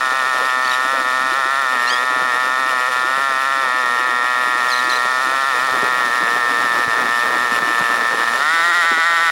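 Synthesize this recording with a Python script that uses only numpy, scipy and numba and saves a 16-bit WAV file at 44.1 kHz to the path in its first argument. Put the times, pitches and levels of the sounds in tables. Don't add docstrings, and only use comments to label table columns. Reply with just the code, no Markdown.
import sys
import numpy as np
from scipy import signal
from scipy.fft import rfft, irfft, next_fast_len
from scipy.io import wavfile
from scipy.ndimage import uniform_filter1d, map_coordinates
from numba import njit

SR = 44100
rng = np.random.default_rng(int(sys.argv[2]) if len(sys.argv) > 2 else 0)


def dump(signal):
    limited = np.clip(np.atleast_2d(signal).T, -1, 1)
    pcm = np.round(limited * 32767).astype(np.int16)
    wavfile.write(sys.argv[1], SR, pcm)


N = 410571
TIME_S = np.arange(N) / SR

# time_s, level_db
WASH_LEVEL = [(0, -33.5), (5.4, -34.5), (5.75, -29.5), (8.3, -29.5), (8.6, -34), (9.3, -37.5)]
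# freq_hz, gain_db
WASH_SPECTRUM = [(20, -44), (60, -31), (110, -26), (200, -12), (300, -6.5), (450, -0.5), (800, 0),
                 (1500, 1.5), (4000, -33.5)]
# time_s, level_db
SPRAY_LEVEL = [(0, -34), (4.5, -36.5), (4.74, -33), (7.8, -35), (8.6, -31.5), (9.3, -35)]
# freq_hz, gain_db
SPRAY_SPECTRUM = [(1500, 1.5), (4000, 14), (7000, 5), (8100, 0), (9000, 6), (10400, 0.5), (11600, -12),
                  (12600, -8), (14000, -12), (15600, -1.5)]
# start_s, start_hz, level_db
GULPS = [(0.335, 500, -26), (0.41, 444, -23.5), (0.931, 474, -23), (1.006, 265, -32), (1.315, 302, -28),
         (1.451, 310, -30), (2.654, 260, -32), (3.042, 295, -30), (3.174, 410, -39), (3.993, 296, -31),
         (4.088, 300, -30), (4.546, 273, -31), (4.873, 290, -28)]
# start_s, level_db, pitch_hz
WAVES = [(2.156, -30, 330), (2.217, -31, 210), (3.173, -29, 400), (5.048, -29, 400), (5.731, -28, 400),
         (5.823, -22, 360), (6.224, -26, 280), (6.641, -30, 297.7), (6.867, -28, 191), (7.518, -29, 260),
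         (7.618, -28, 300), (7.803, -25, 280), (8.136, -24, 400), (8.912, -25, 423), (8.966, -25, 452)]
# time_s, level_db
SLEEVE_LEVEL = [(5.4, -65), (5.7, -41.5), (7.8, -44), (8.4, -55)]
# freq_hz, gain_db
SLEEVE_SPECTRUM = [(20, -20), (70, -10), (150, -2), (350, 5.5), (900, -19)]
# start_s, length_s, start_hz, end_hz, level_db
SQUEAKS = [(0.644, 0.018, 1450, 1550, -21), (0.674, 0.009, 2200, 2330, -18), (0.694, .007, 2200, 2200, -18),
           (0.713, 0.01, 1910, 1880, -16.5), (0.73, 0.021, 1950, 1845, -17), (1.87, 0.026, 1370, 1410, -20),
           (1.889, 0.031, 1420, 1680, -16), (1.915, 0.037, 1670, 1650, -16.5),
           (1.956, 0.036, 1650, 1750, -22), (4.683, 0.013, 1880, 1750, -20), (4.702, .008, 1680, 1610, -17),
           (4.713, 0.013, 2050, 2230, -17), (4.724, 0.027, 2100, 1910, -16.5),
           (4.759, 0.01, 2130, 2020, -19), (4.776, 0.0088, 1950, 2150, -17),
           (4.785, 0.021, 2040, 1850, -21), (4.836, .016, 2450, 2270, -18.5),
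           (4.896, 0.014, 1970, 2240, -17), (4.909, 0.049, 2000, 1990, -18.5),
           (4.957, 0.021, 2100, 1920, -19), (7.776, .024, 3540, 3233, -15)]
# freq_hz, gain_db
SQUEAK_BODY = [(2000, -44), (2700, -9), (3300, -6), (4200, -3.5), (5000, -10.5), (7000, -19.5),
               (8000, -23.5), (12000, -28)]
# time_s, firings_per_s
SPEED = [(0.0, 131.8), (0.72, 126.8), (0.93, 134.5), (1.06, 127.0), (1.61, 137.3), (1.79, 122.1),
         (2.25, 129.3), (2.31, 122.2), (2.49, 130.0), (2.87, 126.7), (3.19, 136.6), (3.37, 129.5),
         (3.53, 135.9), (3.71, 125.3), (4.98, 124.6), (5.47, 135.6), (5.56, 122.8), (5.65, 132.5),
         (5.69, 126), (5.74, 132), (5.78, 123), (5.9, 126.3), (6.04, 124), (6.1, 119.5), (6.17, 123.8),
         (6.28, 115), (6.32, 122.5), (6.55, 118.6), (6.71, 122.4), (6.75, 115.5), (6.81, 121.1),
         (6.93, 115.6), (6.99, 124.5), (7.04, 119.5), (7.45, 123.5), (7.5, 119), (8.35, 117), (8.43, 149.4),
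         (8.51, 163.7), (8.82, 171.0), (8.96, 166), (9.06, 171.5), (9.14, 166.5), (9.31, 167.0)]
# time_s, roughness_0_to_1
ROUGHNESS = [(0, 0.36), (5.4, 0.3), (6.2, .45), (7.3, 0.55), (7.6, .9), (8.35, 1), (8.5, 0.2)]
# time_s, depth_db
STUMBLES = [(1.036, 4.5), (2.052, 3.5), (2.903, 5.5), (6.096, 4), (6.868, 4.5), (7.041, 4), (7.29, 3),
            (7.49, 3.5), (7.603, 8), (7.99, 3.5), (8.14, 3), (8.168, 4.5), (8.255, 3), (8.324, 3.5),
            (8.385, 3.5), (8.962, 3)]
# firings_per_s, bark_db, ring_db, ring_hz, ring_width_hz, bite_db,
# heat_factor (by which hotter gas raises the silencer's resonances)
LOAD = [(122, -21, -18.5, 1795, 68, -34.5, 0.97), (126.5, -19.5, -20, 1833, 78, -34.5, 0.987),
        (131.3, -19.5, -21, 1802, 101, -34.5, 1.012), (174, -16.5, -17.5, 1892, 69, -28.5, 1.057)]
# multiple_of_firing_rate, level_db
HULL_ORDERS = [(2, -45.5), (4, -38), (5, -46)]
# freq_hz, gain_db
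RASP_SPECTRUM = [(1500, -18), (2400, 9), (3000, 11.5), (4000, -15), (4700, -47), (5700, -5), (6400, -24),
                 (8000, -20.5), (11000, -3.5), (16000, -29)]
# freq_hz, width_hz, relative_db
CASING_MODES = [(3550, 69, 9), (4140, 340, 0.5), (5200, 580, 1.5), (7220, 360, -1), (9260, 670, -5)]
# cruise_hz, cruise_width_hz, relative_db cruising, relative_db opened up
BITE_MODES = [(2515, 34, 9, -21), (2840, 270, -4, 5), (3230, 115, -5, 9.5), (3599, 162, 11.5, 14.5),
              (3820, 200, -3, 4), (4300, 120, -6, -13), (5420, 470, -5.5, -12), (6320, 240, -11.5, -12),
              (7300, 190, -6.5, 1), (9180, 330, -7, -11), (10400, 400, -11, -8)]
# unheated_hz, width_hz, relative_db cruising, relative_db opened up
EXHAUST_MODES = [(663, 159, -0.5, 1), (1077, 603, 2, -0.5), (1380, 154, 10, 11), (1637, 120, -16, 5),
                 (2225, 210, -6.5, -38)]

POCKETS_PER_S, POCKET_HZ, POCKET_SPREAD_OCTAVES = 5.4, 255.4, .12
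POCKET_REL_DB, POCKET_SPREAD_DB = -3.5, -6
HUNT_SHARE, HUNT_PER_S, FLUTTER_PER_S = .0105, 9, 22
SAG_SHARE_PER_DB, SAG_RECOVERY_S = .004, .025
RASP_DB, RASP_ROUGH_DB = -39.8, 4
BITE_RISE_SHARE, BITE_BROADENING_SHARE = 0.014, 0.76
CUTOFF_HZ = 15800


def from_db(db):
    return 10 ** (np.asarray(db) / 20)


def rms_one(x):
    return x / np.sqrt(np.mean(x ** 2) + 1e-20)


def in_time(rows):
    time_s, *columns = np.transpose(rows)
    return [np.interp(TIME_S, time_s, column) for column in columns]


def at_speed(firings_per_s):
    speeds, *columns = np.transpose(LOAD)
    return [np.interp(firings_per_s, speeds, column) for column in columns]


def gain_at(spectrum, hz):
    points_hz, gain_db = np.transpose(spectrum)
    return from_db(np.interp(np.log(hz + 1e-3), np.log(points_hz), gain_db))


def coloured(spectrum):
    size = next_fast_len(N)
    bins = rfft(rng.standard_normal(size))
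    gain = gain_at(spectrum, np.fft.rfftfreq(size, 1 / SR))
    return rms_one(irfft(bins * gain, size)[:N])


def drift(turns_per_s):
    coarse_s = TIME_S[::32]
    points = rng.standard_normal(size=4096)
    slow = map_coordinates(points, [coarse_s * turns_per_s * 2], order=3, mode="wrap")
    return np.interp(TIME_S, coarse_s, rms_one(slow))


def cut(x, hz, kind, order=2):
    return signal.sosfilt(signal.butter(order, hz, kind, fs=SR, output="sos"), x + 1e-18)


@njit
def swing(x, step, damping):
    out, speed, place = np.zeros(len(x)), 0.0, 0.0
    for i in range(len(x)):
        v = (speed + step[i] * (x[i] - place)) / (1 + step[i] * (step[i] + damping[i]))
        speed, place = 2 * v - speed, place + 2 * step[i] * v
        out[i] = damping[i] * v
    return out


def resonate(x, hz, width_hz):
    step = np.tan(np.pi * hz / SR) * np.ones(N)
    damping = width_hz / hz * np.ones(N)
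    return swing(x + 1e-18, step, damping)


def evened(x):
    power = uniform_filter1d(uniform_filter1d(x ** 2, size=2200), size=2200)
    return x / np.sqrt(power + 1e-12)


def decaying(x, decay_s):
    return signal.lfilter([1], [1, -np.exp(-1 / (decay_s * SR))], x)


def swell(age_s, peak_s):
    return age_s / peak_s * np.exp(1 - age_s / peak_s)


def impulses(times_s, sizes):
    out = np.zeros(N)
    out[(times_s * SR).astype(int)] = sizes
    return out


def by_chance(per_s):
    return np.flatnonzero(rng.random(N) < per_s / SR)


def add(out, start, sound):
    out[start:start + len(sound)] += sound[:N - start]


def water(wash_db, lumpy_db, fizz_db):
    spray_db, = in_time(SPRAY_LEVEL)
    wash = from_db(wash_db + lumpy_db * np.tanh(drift(16))) * coloured(WASH_SPECTRUM)
    spray = from_db(spray_db + fizz_db * drift(150)) * coloured(SPRAY_SPECTRUM)
    return wash + spray


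def gurgles(wash_db, swell_s, rise_per_s):
    out, age_s = np.zeros(N), np.arange(SR // 10) / SR
    chance = rng.standard_normal(size=(400, 2))
    small = []
    for at, (pitch, size) in zip(by_chance(POCKETS_PER_S), chance):
        start_hz = POCKET_HZ * 2 ** (POCKET_SPREAD_OCTAVES * pitch)
        level_db = wash_db[at] + POCKET_REL_DB + POCKET_SPREAD_DB * np.tanh(size)
        small.append((at / SR, start_hz, level_db))
    for start_s, start_hz, level_db in GULPS + small:
        cycles = start_hz * age_s * (1 + rise_per_s / 2 * age_s)
        ring = swell(age_s, swell_s) * np.sin(2 * np.pi * cycles)
        add(out, int(start_s * SR), from_db(level_db) * ring)
    return out


def slaps(swell_s, band_factor):
    out, age_s = np.zeros(N), np.arange(SR // 6) / SR
    for start_s, level_db, pitch_hz in WAVES:
        band_hz = [pitch_hz / band_factor, pitch_hz * band_factor]
        knock = rms_one(cut(rng.standard_normal(len(age_s)), band_hz, "band"))
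        add(out, int(start_s * SR), from_db(level_db) * swell(age_s, swell_s) * knock)
    return out


def sleeve(lumpy_db):
    level_db, = in_time(SLEEVE_LEVEL)
    return from_db(level_db + lumpy_db * np.tanh(drift(9))) * coloured(SLEEVE_SPECTRUM)


def squeaks(wobble_share, flicker_db):
    out, wobble = np.zeros(N), 1 + wobble_share * drift(200)
    flicker = {k: from_db(flicker_db * np.tanh(drift(70))) for k in range(2, 7)}
    for start_s, length_s, start_hz, end_hz, level_db in SQUEAKS:
        span = slice(int(start_s * SR), int((start_s + length_s) * SR))
        along = np.linspace(0, 1, len(out[span]))
        hz = (end_hz + (start_hz - end_hz) * (1 - along) ** 0.91) * wobble[span]
        phase = 2 * np.pi * np.cumsum(hz) / SR
        tone = sum(flicker[k][span] * gain_at(SQUEAK_BODY, k * hz) * np.sin(k * phase) for k in flicker)
        envelope = np.sqrt(np.abs(np.sin(np.pi * along)))
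        out[span] += from_db(level_db) * envelope * tone
    return out


def crank(firings_per_s, weak):
    sag = SAG_SHARE_PER_DB * decaying(weak + 1e-18, SAG_RECOVERY_S)
    hunting = HUNT_SHARE * (drift(HUNT_PER_S) + drift(FLUTTER_PER_S))
    return np.cumsum(firings_per_s * (1 + hunting - sag + sag.mean())) / SR


def firings(cycles, rough, jitter_s, shimmer_db):
    at = np.interp(np.arange(1, int(cycles[-1])), cycles, np.arange(N))
    chance = rng.standard_normal((len(at), 2)) * rough[at.astype(int), None]
    at = np.clip(at + chance[:, 0] * jitter_s * SR, 0, N - 2)
    strength = from_db(shimmer_db * chance[:, 1])
    whole = at.astype(int)
    clicks = np.zeros(N)
    clicks[whole] += strength * (1 - at + whole)
    clicks[whole + 1] += strength * (at - whole)
    return clicks


def puffs(clicks, decay_s):
    return rms_one(decaying(clicks, decay_s))


def hull_hum(cycles, waver_db):
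    return sum(from_db(level_db + waver_db * drift(13)) * np.sin(2 * np.pi * multiple * cycles)
               for multiple, level_db in HULL_ORDERS)


def clatter(clicks, rasp_db):
    throb = rms_one(1 + .6 * puffs(clicks, decay_s=.0025))
    shake = throb * rng.standard_normal(N)
    metal = rms_one(sum(from_db(db) * resonate(shake, hz, width_hz) for hz, width_hz, db in CASING_MODES))
    level = from_db(rasp_db + 2.4 * drift(12))
    rasp = throb * coloured(RASP_SPECTRUM)
    return level * (rasp + from_db(-2.5) * cut(metal, 3100, "high"))


def bite(clicks, level_db, opened):
    rise = 1 + BITE_RISE_SHARE * opened
    broadening = 1 + BITE_BROADENING_SHARE * opened
    rings = np.zeros(N)
    for k, (hz, width_hz, cruise_db, open_db) in enumerate(BITE_MODES):
        gain = (-1) ** k * from_db(cruise_db + opened * (open_db - cruise_db))
        rings += gain * resonate(clicks, hz * rise, width_hz * broadening)
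    return from_db(level_db) * evened(cut(rings, 1370, "high"))


def exhaust(clicks, rough, opened, bark_db, ring_db, ring_hz, ring_width_hz, heat, smooth_db, rough_db):
    turbulence = puffs(clicks, decay_s=.004) * rng.standard_normal(N)
    gas = rms_one(clicks) + from_db(smooth_db + rough_db * rough) * turbulence
    gas = cut(cut(gas, 800, "high"), 5500, "low")
    modes = [from_db(cruise_db + opened * (open_db - cruise_db)) * resonate(gas, hz * heat, width_hz)
             for hz, width_hz, cruise_db, open_db in EXHAUST_MODES]
    bark = sum(modes[:2]) - sum(modes[2:])
    ring = resonate(gas, ring_hz, ring_width_hz)
    return from_db(bark_db) * evened(bark) - from_db(ring_db) * evened(ring)


def dispersed(x, hz, width_hz):
    return x - 2 * resonate(x, hz, width_hz)


def stumbling(weak, width_s):
    dip = np.exp(-(np.arange(-SR // 20, SR // 20) / SR / width_s) ** 2)
    return from_db(-signal.oaconvolve(weak, dip, "same"))


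def scene():
    (firings_per_s,), (rough,), (wash_db,) = in_time(SPEED), in_time(ROUGHNESS), in_time(WASH_LEVEL)
    gulping = gurgles(wash_db, swell_s=.007, rise_per_s=16)
    sea = water(wash_db, lumpy_db=5.5, fizz_db=1.5) + gulping + slaps(swell_s=0.0062, band_factor=1.9)
    rubbing = squeaks(wobble_share=.016, flicker_db=3)

    bark_db, ring_db, ring_hz, ring_width_hz, bite_db, heat = at_speed(firings_per_s)
    cruise_per_s, open_per_s = LOAD[-2][0], LOAD[-1][0]
    opened = np.clip((firings_per_s - cruise_per_s) / (open_per_s - cruise_per_s), 0, 1)
    weak = impulses(*np.transpose(STUMBLES))
    cycles = crank(firings_per_s, weak)
    clicks = firings(cycles, rough, jitter_s=.00005, shimmer_db=1.4)
    engine = exhaust(clicks, rough, opened, bark_db, ring_db, ring_hz, ring_width_hz, heat,
                     smooth_db=-22, rough_db=10)
    engine = engine + clatter(clicks, RASP_DB + RASP_ROUGH_DB * rough)
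    engine = dispersed(engine + bite(clicks, bite_db, opened), hz=2087, width_hz=880)
    engine = engine * stumbling(weak, width_s=0.011) + hull_hum(cycles, waver_db=3.5)
    return (engine + sea + rubbing + sleeve(lumpy_db=5.5))[None]


def record(dry):
    rounded = dry / np.sqrt(np.sqrt(1 + np.square(np.square(dry / .64))))
    low_pass = signal.ellip(12, .1, 90, CUTOFF_HZ, fs=SR, output="sos")
    return signal.sosfilt(low_pass, rounded)


dry = scene()
out = record(dry)
dump(out)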